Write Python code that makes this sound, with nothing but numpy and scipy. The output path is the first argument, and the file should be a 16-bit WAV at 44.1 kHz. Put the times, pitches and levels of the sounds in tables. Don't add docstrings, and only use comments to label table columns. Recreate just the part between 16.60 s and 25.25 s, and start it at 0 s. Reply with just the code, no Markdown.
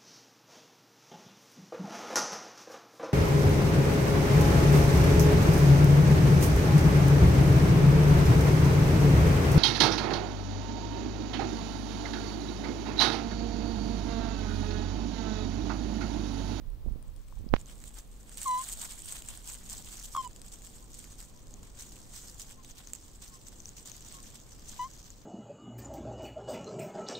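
import sys
import numpy as np
from scipy import signal
from scipy.fft import rfft, irfft, next_fast_len
from scipy.io import wavfile
from scipy.ndimage import uniform_filter1d, map_coordinates

SR = 44100
rng = np.random.default_rng(int(sys.argv[2]) if len(sys.argv) > 2 else 0)


def store_pcm(level_fs):
    pcm = np.round(np.clip(level_fs, -1, 1) * 32767).astype(np.int16)
    wavfile.write(sys.argv[1], SR, np.atleast_2d(pcm).T)


N = 381465

# t/s, f/Hz, level/dB, pan/dB
NEAR_CHIRPS = [
    [(1.852, 1125, -58, 0.5), (1.86, 1110, -33.5, 0.5), (1.876, 1028, -31, 0.5), (1.904, 1008, -29, 0.0),
     (1.958, 998, -30.5, -1), (1.998, 1034, -36, 3), (2.02, 1057, -42, 4.0), (2.032, 1040, -59, 4.0)],
    [(3.572, 1120, -32, -2), (3.582, 1065, -30, 3), (3.612, 1039, -38, 7), (3.626, 1026, -58, 2.5),
     (3.648, 1010, -44, -9.5), (3.672, 980, -42, -4), (3.68, 1002, -63, -5)],
    [(8.188, 985, -59, 0), (8.196, 989, -34, 2.5), (8.23, 997.4, -36, 3), (8.264, 1073, -44, 2.0),
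     (8.28, 1050, -60, 2.5)],
]
# harmonic number, level/dB
LONG_VOICE = [(1, 1), (2, -25), (3, -30.5), (4, -24.5), (5, -46), (6, -28), (7, -38), (8, -31)]
STUTTER_VOICE = [(1, 0.5), (2, -34), (3, -20), (4, -35), (5, -26.5), (6, -40), (7, -24), (8, -34)]
LAST_VOICE = [(1, 1), (2, -19.5), (3, -20.5), (4, -27), (5, -31), (6, -23), (7, -37), (8, -39)]
LEFT_LAGS = [1.17, 0.63, 0.53]
OVERTONE_SLOPES = [1.2, 0.75, 1.5]
FALSE_STARTS = [(3.548, 1120, -27.5), (3.561, 1107, -26)]
FAR_CHIRPS = [(4.2, .055, 1060, -65, 4), (4.742, .055, 1000, -66, 4), (5.969, 0.057, 1070, -62, 12),
              (6.704, 0.082, 1095, -63, 8), (7.524, 0.1, 1120, -61, 6)]

SHIFTING = [(0, -84), (.77, -63), (.96, -76), (1.15, -67), (1.56, -78), (1.76, -73), (1.79, -51),
            (2.3, -48), (2.85, -55), (3.35, -49), (3.66, -60.5), (3.71, -62), (3.85, -58), (4.6, -61),
            (4.9, -63), (5.3, -58.5), (5.7, -58.5), (6, -62), (7, -60.5), (7.45, -58), (7.85, -73),
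            (8.2, -63.5), (8.65, -60)]
SCUFFS = [(1.011, -58, 0.034, 0.018, -4), (1.102, -57, 0.028, 0.046, -1.5),
          (1.262, -50.5, 0.082, 0.029, -8), (1.389, -51, 0.042, 0.036, -6.5),
          (1.698, -56.5, 0.026, 0.037, -5), (1.774, -43, 0.003, 0.071, -7), (1.836, -37, 0.028, 0.016, -15),
          (2.094, -41, 0.21, 0.029, -8.5), (2.232, -39, 0.086, 0.048, -7.5),
          (2.474, -42, 0.036, 0.043, -13), (2.525, -43, 0.023, 0.058, -8.5), (2.69, -41, 0.024, 0.045, -8),
          (2.896, -48, 0.038, 0.035, -9), (2.944, -45, 0.028, 0.019, -12.9),
          (3.092, -48, 0.003, 0.353, -11.5), (3.443, -43, 0.015, 0.048, -35),
          (3.647, -50, 0.158, 0.014, -8), (3.938, -52.0, 0.047, 0.018, -11), (4.17, -53.5, 0.18, 0.05, -9),
          (4.35, -49, 0.028, 0.028, -8), (4.389, -51.5, 0.024, 0.017, -13.8),
          (4.447, -52, 0.046, 0.059, -9), (4.508, -53.5, 0.033, 0.039, -10), (4.605, -50, 0.039, 0.084, -9),
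          (5.031, -51, 0.0034, 0.035, -4), (5.204, -47, 0.032, 0.07, -8), (5.368, -54, 0.031, 0.066, -8.9),
          (5.57, -45, 0.074, 0.15, -10), (5.798, -41, 0.003, 0.044, -11),
          (5.919, -51.5, 0.038, 0.013, -1.5), (6.111, -51.5, 0.051, 0.013, -6),
          (6.186, -51.5, 0.02, 0.025, -2.5), (6.334, -52.5, 0.053, 0.071, -11.5),
          (6.552, -62, 0.083, 0.056, -13), (6.62, -44.5, 0.0034, 0.044, -7),
          (6.742, -56.7, 0.049, 0.12, -10), (6.87, -56, 0.003, 0.047, -9),
          (7.088, -53.5, 0.108, 0.016, -13), (7.184, -52.5, 0.059, 0.03, -11.8),
          (7.257, -44.5, 0.0034, 0.13, -9), (7.458, -51, 0.021, 0.39, -7), (7.638, -54, 0.025, 0.024, -20),
          (7.758, -54, 0.025, 0.018, -3.5), (8.14, -51.5, 0.14, 0.29, -7.5), (8.336, -59, 0.023, 0.022, -7),
          (8.511, -58, 0.018, 0.025, -19)]
HISS_SPECTRUM = [(1760, -32), (3000, -13.5), (3280, -15), (5560, -7), (6700, -1.5), (8130, -0.5),
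                 (8420, -3.5), (10000, -18), (12400, -16.5), (15100, -15.5), (15700, -16.5)]
SCRAPE_SPECTRUM = [(300, -28), (700, -1.5), (1500, -2), (2600, -4.5), (3300, 0.5), (4500, -4),
                   (7000, -14.5)]
LEAF_COHERENCE = [(1400, 0.16), (3100, 0.032), (6800, 0.49), (15000, 0.56)]
NEARNESS = [(1, 0.47), (2.4, 1.2), (3.4, 0.18), (5, -0.029), (7, -0.3), (8.65, -1.15)]
NEAR_COLOUR = [(3000, -0.5), (6000, -4), (8500, 3), (11000, 3), (15000, 0)]
SNAPS = [(0.1027, -50, 8790, -20, 10), (0.1486, -60, 5300, -28, 5), (0.3242, -53, 8640, -17, 10),
         (0.4269, -45.5, 8950, -24, 19), (0.5631, -47, 9150, -21, 18), (0.6843, -47, 8100, -10.5, 12.5),
         (0.8895, -44, 5000, -26, 9), (1.0133, -35.5, 7300, -22, 2), (1.059, -41.5, 6410, -15, -11),
         (1.2398, -35.5, 7650, -16, -13), (1.342, -40, 7900, -10, -2.5), (1.3887, -40, 5720, -25.5, -14),
         (1.6945, -34.5, 8430, -17, -0.5), (1.7731, -29, 8440, -14, -11), (1.8314, -21.5, 7990, -30, -7),
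         (1.912, -30, 8020, -13, -2.0), (1.9879, -27, 8440, -24, -5.5), (2.088, -22.5, 8520, -25, 1),
         (2.2384, -25, 7790, -24, 1.5), (2.4024, -37, 7410, -18, -2.0), (2.4199, -27.5, 7900, -26, -3.5),
         (2.4581, -27.5, 8700, -25, -1.0), (2.5237, -20.5, 8240, -34, 8), (2.6218, -30, 7400, -12.5, 1),
         (2.687, -22, 7840, -23, 4), (2.7746, -30.5, 8300, -25, -5), (2.8759, -37, 8170, -18, 6),
         (2.9307, -38, 7850, -20, -0.5), (2.9437, -28.5, 8400, -24, 0.0), (3.0924, -35, 6780, -19, 0.5),
         (3.1796, -33, 7800, -23, -1.5), (3.427, -34, 6200, -25, -1), (3.567, -30, 6930, -9, -10),
         (3.676, -31, 7660, -35, -5), (3.7319, -41, 7250, -19, 4), (3.762, -34, 7190, -13, 5),
         (3.8169, -33.5, 8440, -10.5, 7), (3.8851, -38, 7960, -25, 3), (4.0202, -37, 7360, -17, 8),
         (4.0714, -33, 7850, -19, 7), (4.3485, -35, 6860, -19, 0.5), (4.3912, -31, 7900, -33, -7),
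         (4.4422, -35, 7550, -12, 0.0), (4.5012, -41, 8070, -20, -2.5), (4.6034, -35.5, 8040, -12, -1),
         (4.8818, -42, 7040, -25, 5), (4.94, -31.5, 6730, -24, 5), (5.031, -36.5, 7100, -19, 3),
         (5.4286, -41, 7820, -26, -3), (5.7972, -31, 8300, -15, -8), (5.9107, -37, 7500, -11, -2.0),
         (6.0476, -38, 6300, -11, 1.0), (6.11, -36, 6640, -22, -3.0), (6.273, -32, 6430, -16, 7),
         (6.3011, -40, 6850, -16, -4.5), (6.3342, -20, 7430, -38, -7.5), (6.351, -29, 7650, -32, -9),
         (6.6225, -35, 7950, -23, 1.5), (6.869, -37, 6110, -25, 10), (6.884, -33, 7800, -27, -8),
         (7.0028, -32.5, 6270, -27, 11), (7.0567, -26, 6000, -40, 4), (7.0912, -28, 6790, -27, 2),
         (7.258, -33, 7160, -19, 1.0), (7.317, -31, 6530, -22, 12), (7.408, -37, 7700, -27, -2.5),
         (7.4844, -34, 7060, -27, -1.0), (7.5244, -33, 8140, -23, -7), (7.5428, -33, 7380, -19, 0.5),
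         (7.7568, -36, 7540, -17, -3.0), (8.3654, -40, 6490, -15, 1.0), (8.3754, -42, 6500, -21, 0.0),
         (8.5038, -32, 6750, -29, 5)]

RUBBING = [(0, -41), (.06, -37.5), (.23, -39.5), (.27, -28.5), (.38, -35.5), (.42, -45), (.49, -35.5),
           (.7, -45.5), (.83, -31), (.93, -31.5), (1.01, -41), (1.1, -37)]
SLIPS = [(.263, -26.5, 0.00062), (.286, -33.5, 0.00038), (.36, -29, .0008), (.81, -34, .0008),
         (.878, -38, .0006), (0.9351, -19, 0.00063), (0.948, -25, .00016), (.961, -24, 0.000078),
         (0.9647, -18, 0.000091)]
TAPS = [(.725, -45, 1040, 8), (0.772, -49, 800, 8)]
COVERED_PORT = [(2000, -1.5), (4400, -2), (8000, -9), (10500, -10), (15000, 1)]
PORT_BALANCE = [(60, -0.5), (180, 3), (550, 3), (1650, -3), (4970, 2.5), (15000, -9)]

RUMBLE_SPECTRUM = [(4.7, -42), (8.0, 1.5), (47, -2.5), (64, -9), (106, -8.5), (157, -14), (228, -13),
                   (272, -16.5), (653, -26), (1080, -28.5), (1500, -39.5), (1950, -42), (3300, -120)]
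RUMBLE_COHERENCE = [(40, 0.79), (130, 0.76), (290, 0.67), (640, 0.29), (1400, 0.073)]
DRONE_LEVEL = [(1.2, -51.5), (1.66, -52.5), (2.09, -52.5), (2.51, -50.5), (7.34, -65), (7.88, -57),
               (8.65, -60.5)]
AIR_SPECTRUM = [(290, -37), (500, 5.5), (903, -34), (1040, -4.5), (1350, -10.5), (4290, -11.5), (6060, -17),
                (9080, -38), (11400, -40), (15700, -12.5)]

POP_S = 0.939


def toads():
    out = np.zeros((2, N))
    voices = [LONG_VOICE, STUTTER_VOICE, LAST_VOICE]
    for contour, voice, lag, slope in zip(NEAR_CHIRPS, voices, LEFT_LAGS, OVERTONE_SLOPES):
        add(out, contour[0][0], chirp(contour, voice, lag, overtone_slope=slope))
    rise_s, fall_s = 0.0039, 0.0058
    for s, hz, db in FALSE_STARTS:
        contour = [(s, hz, db - 13.5, 0), (s + rise_s, hz, db, 0), (s + rise_s + fall_s, hz, db - 27, 0)]
        add(out, s, chirp(contour, STUTTER_VOICE, LEFT_LAGS[1]))
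    sag_hz_per_s = 720
    for s, length, hz, db, pan_db in FAR_CHIRPS:
        contour = [(s, hz, db, pan_db), (s + length, hz - sag_hz_per_s * length, db, pan_db)]
        add(out, s, chirp(contour, LAST_VOICE[:2], lag_rad=1.74, edge_s=0.025))
    return out


def chirp(contour, voice, lag_rad, edge_s=0.0016, overtone_slope=1):
    t = np.arange(contour[0][0], contour[-1][0], 1 / SR)
    hz, db, pan_db = curves(contour, t)
    phase = 2 * np.pi * np.cumsum(hz) / SR
    port_lag = np.array([[lag_rad], [0]])
    drifts_db = 10 * uniform_filter1d(rng.standard_normal((len(voice), len(t))), size=400, axis=1)
    tilt_db = (1 - overtone_slope) * (db.max() - db)
    tone = 0
    for (k, partial_db), drift_db in zip(voice, drifts_db):
        gain = amp(partial_db + (drift_db + tilt_db) * (k > 1))
        tone += gain * np.sin(k * phase + k * k - port_lag)
    fade = np.clip(np.minimum(t - t[0], t[-1] - t) / edge_s, 0, 1)
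    return np.sqrt(2) * amp(db) * fade * tone * sides(pan_db)


def leaves():
    t = np.arange(N) / SR
    hiss_power = amp(curves(SHIFTING)[0]) ** 2
    scrape_power = hiss_power * amp(-8) ** 2
    for s, db, rise, fall, scrape_db in SCUFFS:
        scuff_power = (amp(db) * hump(t, s, rise, fall)) ** 2
        hiss_power += scuff_power
        scrape_power += scuff_power * amp(scrape_db) ** 2
    collapses_per_s, collapse_share = 70, 0.26
    collapses = (rng.random(N) < collapses_per_s / SR) * np.minimum(rng.exponential(size=N), 2.5)
    surge = unit(1 - collapse_share + collapse_share * settle(collapses, fall_s=0.014))
    clump_gain = amp(1.9 * wobble(per_second=40))
    fine = patchy(crackle(per_second=250, spread_db=4.5, share=0.33), depth_db=2)
    hiss = draw_back(stereo_noise(fine, HISS_SPECTRUM, LEAF_COHERENCE) * clump_gain)
    coarse = patchy(crackle(per_second=120, spread_db=3, share=0.13), depth_db=2.5)
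    scrape = stereo_noise(coarse, SCRAPE_SPECTRUM, LEAF_COHERENCE) * clump_gain
    return surge * (np.sqrt(hiss_power) * hiss + np.sqrt(scrape_power) * scrape)


def crackle(per_second, spread_db, share):
    onsets = rng.random(N) < per_second / SR
    strengths = amp(spread_db * np.minimum(rng.exponential(size=N), 3))
    cracks = settle(onsets * strengths, fall_s=0.00097)
    return rng.standard_normal((2, N)) * (np.sqrt(1 - share) + np.sqrt(share) * cracks)


def patchy(pair, depth_db):
    spectra = signal.stft(pair, nperseg=256)[2]
    field = uniform_filter1d(rng.standard_normal(spectra.shape[1:]), size=8, axis=0)
    field = uniform_filter1d(field, size=6, axis=1)
    return signal.istft(spectra * amp(depth_db * unit(field)), nperseg=256)[1][:, :N]


def draw_back(hiss):
    close = unit(coloured(hiss, NEAR_COLOUR))
    far = unit(filtered(hiss, lambda hz: amp(-along(NEAR_COLOUR, hz))))
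    share = np.clip((1 + curves(NEARNESS)[0]) / 2, 0, 1)
    return share * close + (1 - share) * far


def snaps():
    out, t = np.zeros((2, N)), np.arange(600) / SR
    attack = 1 - np.exp(-t / 0.00014)
    for s, db, hz, thud_db, pan_db in SNAPS:
        noise = rng.standard_normal(len(t))
        ring = np.sin(2 * np.pi * hz * t) * decay(t, t60_s=0.0059)
        crack = 0.2 * noise * decay(t, t60_s=0.0051)
        thud_noise = unit(np.diff(uniform_filter1d(noise, size=6), prepend=0))
        thud = 2.5 * amp(thud_db) * thud_noise * decay(t, t60_s=0.0044)
        add(out, s, amp(db) * attack * (ring + crack + thud) * sides(pan_db)[:, None])
    return out


def finger_rub():
    t = np.arange(N) / SR
    lift_s, fade_s = 1.07, 0.086
    contact = np.clip((lift_s - t) / fade_s, 0, 1)
    rub_db, = curves(RUBBING)
    grit_db = -59 + 1.74 * (rub_db - np.mean(RUBBING, axis=0)[1])
    rub = unit(coloured(rng.standard_normal(N), [(8, -11), (25, 13.5), (70, 2.5), (150, -12), (300, -80)]))
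    grains = crackle(per_second=60, spread_db=6.5, share=1)[0]
    grit = unit(coloured(grains, [(90, -40), (200, 14), (600, -14), (1500, -60)]))
    slips = sum(amp(db) * np.exp(-((t - s) / width) ** 2) for s, db, width in SLIPS)
    return contact * (amp(rub_db) * rub + amp(grit_db) * grit) - slips


def finger_pop():
    t = np.arange(N) / SR
    suction = amp(-13.5) * hump(t, POP_S - 0.008, rise_s=0.0057, fall_s=0.0026)
    pop = amp(2) * hump(t, POP_S, rise_s=0.00019, fall_s=0.00019)
    rebound = amp(-11) * hump(t, POP_S + 0.0014, rise_s=0.001, fall_s=0.008)
    air = unit(coloured(rng.standard_normal(N), [(300, -20), (1500, 0), (6500, -7), (9000, -40)]))
    inrush = amp(-44) * hump(t, POP_S, rise_s=0.0037, fall_s=0.022) * air
    return rebound + inrush - suction - pop


def case_taps():
    out, t = np.zeros((2, N)), np.arange(600) / SR
    for s, db, hz, pan_db in TAPS:
        ring = np.sin(2 * np.pi * hz * t) * decay(t, t60_s=0.012)
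        add(out, s, amp(db) * ring * sides(pan_db)[:, None])
    return out


def night():
    rumble = stereo_noise(rng.standard_normal((2, N)), RUMBLE_SPECTRUM, RUMBLE_COHERENCE)
    rumble *= amp(-52.5 + 1.06 * wobble(per_second=5))
    drone_spectrum = [(22, -19), (38, 7), (46, 2.5), (70, -43.5)]
    drone = stereo_noise(rng.standard_normal((2, N)), drone_spectrum, coherence=[(40, 0.39)])
    air = stereo_noise(rng.standard_normal((2, N)), AIR_SPECTRUM, coherence=[(1000, 0.07)])
    return rumble + amp(curves(DRONE_LEVEL)[0]) * drone + amp(-67) * air


def stereo_noise(pair, spectrum, coherence):
    def response(hz):
        angle = np.arccos(np.clip(along(coherence, hz), -1, 1)) / 2
        return amp(along(spectrum, hz)) * [np.cos(angle), np.sin(angle)]
    mid, side = filtered(pair, response)
    return unit(np.array([mid + side, mid - side]))


def filtered(x, response):
    size = next_fast_len(N + 8192)
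    return irfft(rfft(x, size) * response(np.fft.rfftfreq(size, 1 / SR)), size)[..., :N]


def coloured(x, spectrum):
    return filtered(x, lambda hz: amp(along(spectrum, hz)))


def along(points, hz):
    f, values = np.transpose(points)
    return np.interp(np.log(hz + 1), np.log(f + 1), values)


def curves(rows, t=None):
    times, *columns = np.transpose(rows)
    return [np.interp(np.arange(N) / SR if t is None else t, times, column) for column in columns]


def wobble(per_second):
    knots = rng.standard_normal(int(N * per_second / SR) + 4)
    return map_coordinates(knots, [np.arange(N) * per_second / SR])


def settle(impulses, fall_s):
    return unit(signal.lfilter([1], [1, -np.exp(-1 / (SR * fall_s))], impulses))


def hump(t, peak_s, rise_s, fall_s):
    return np.exp(np.where(t < peak_s, (t - peak_s) / rise_s, (peak_s - t) / fall_s))


def decay(t, t60_s):
    return amp(-60 * t / t60_s)


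def amp(db):
    return 10 ** (np.asarray(db) / 20)


def unit(x):
    return x / np.sqrt(np.mean(x ** 2) + 1e-20)


def sides(pan_db):
    return amp(np.array([pan_db / 2, -pan_db / 2]))


def add(out, s, sound):
    part = out[:, round(s * SR):][:, :sound.shape[1]]
    part += sound[:, :part.shape[1]]


def scene():
    litter = filtered(leaves() + snaps(), lambda hz: sides(along(PORT_BALANCE, hz)))
    left, right = litter + toads() + night()
    right = np.where(np.arange(N) / SR < POP_S, coloured(right, COVERED_PORT), right)
    finger = finger_rub() + finger_pop()
    return np.array([left + 0.015 * finger, right + finger]) + case_taps()


def record(dry):
    shelf_hz, cutoff_hz = 15700, 16780
    return filtered(dry, lambda hz: (hz < cutoff_hz) * np.where(hz < shelf_hz, 1, amp(-33)))


dry = scene()
out = record(dry)
store_pcm(out)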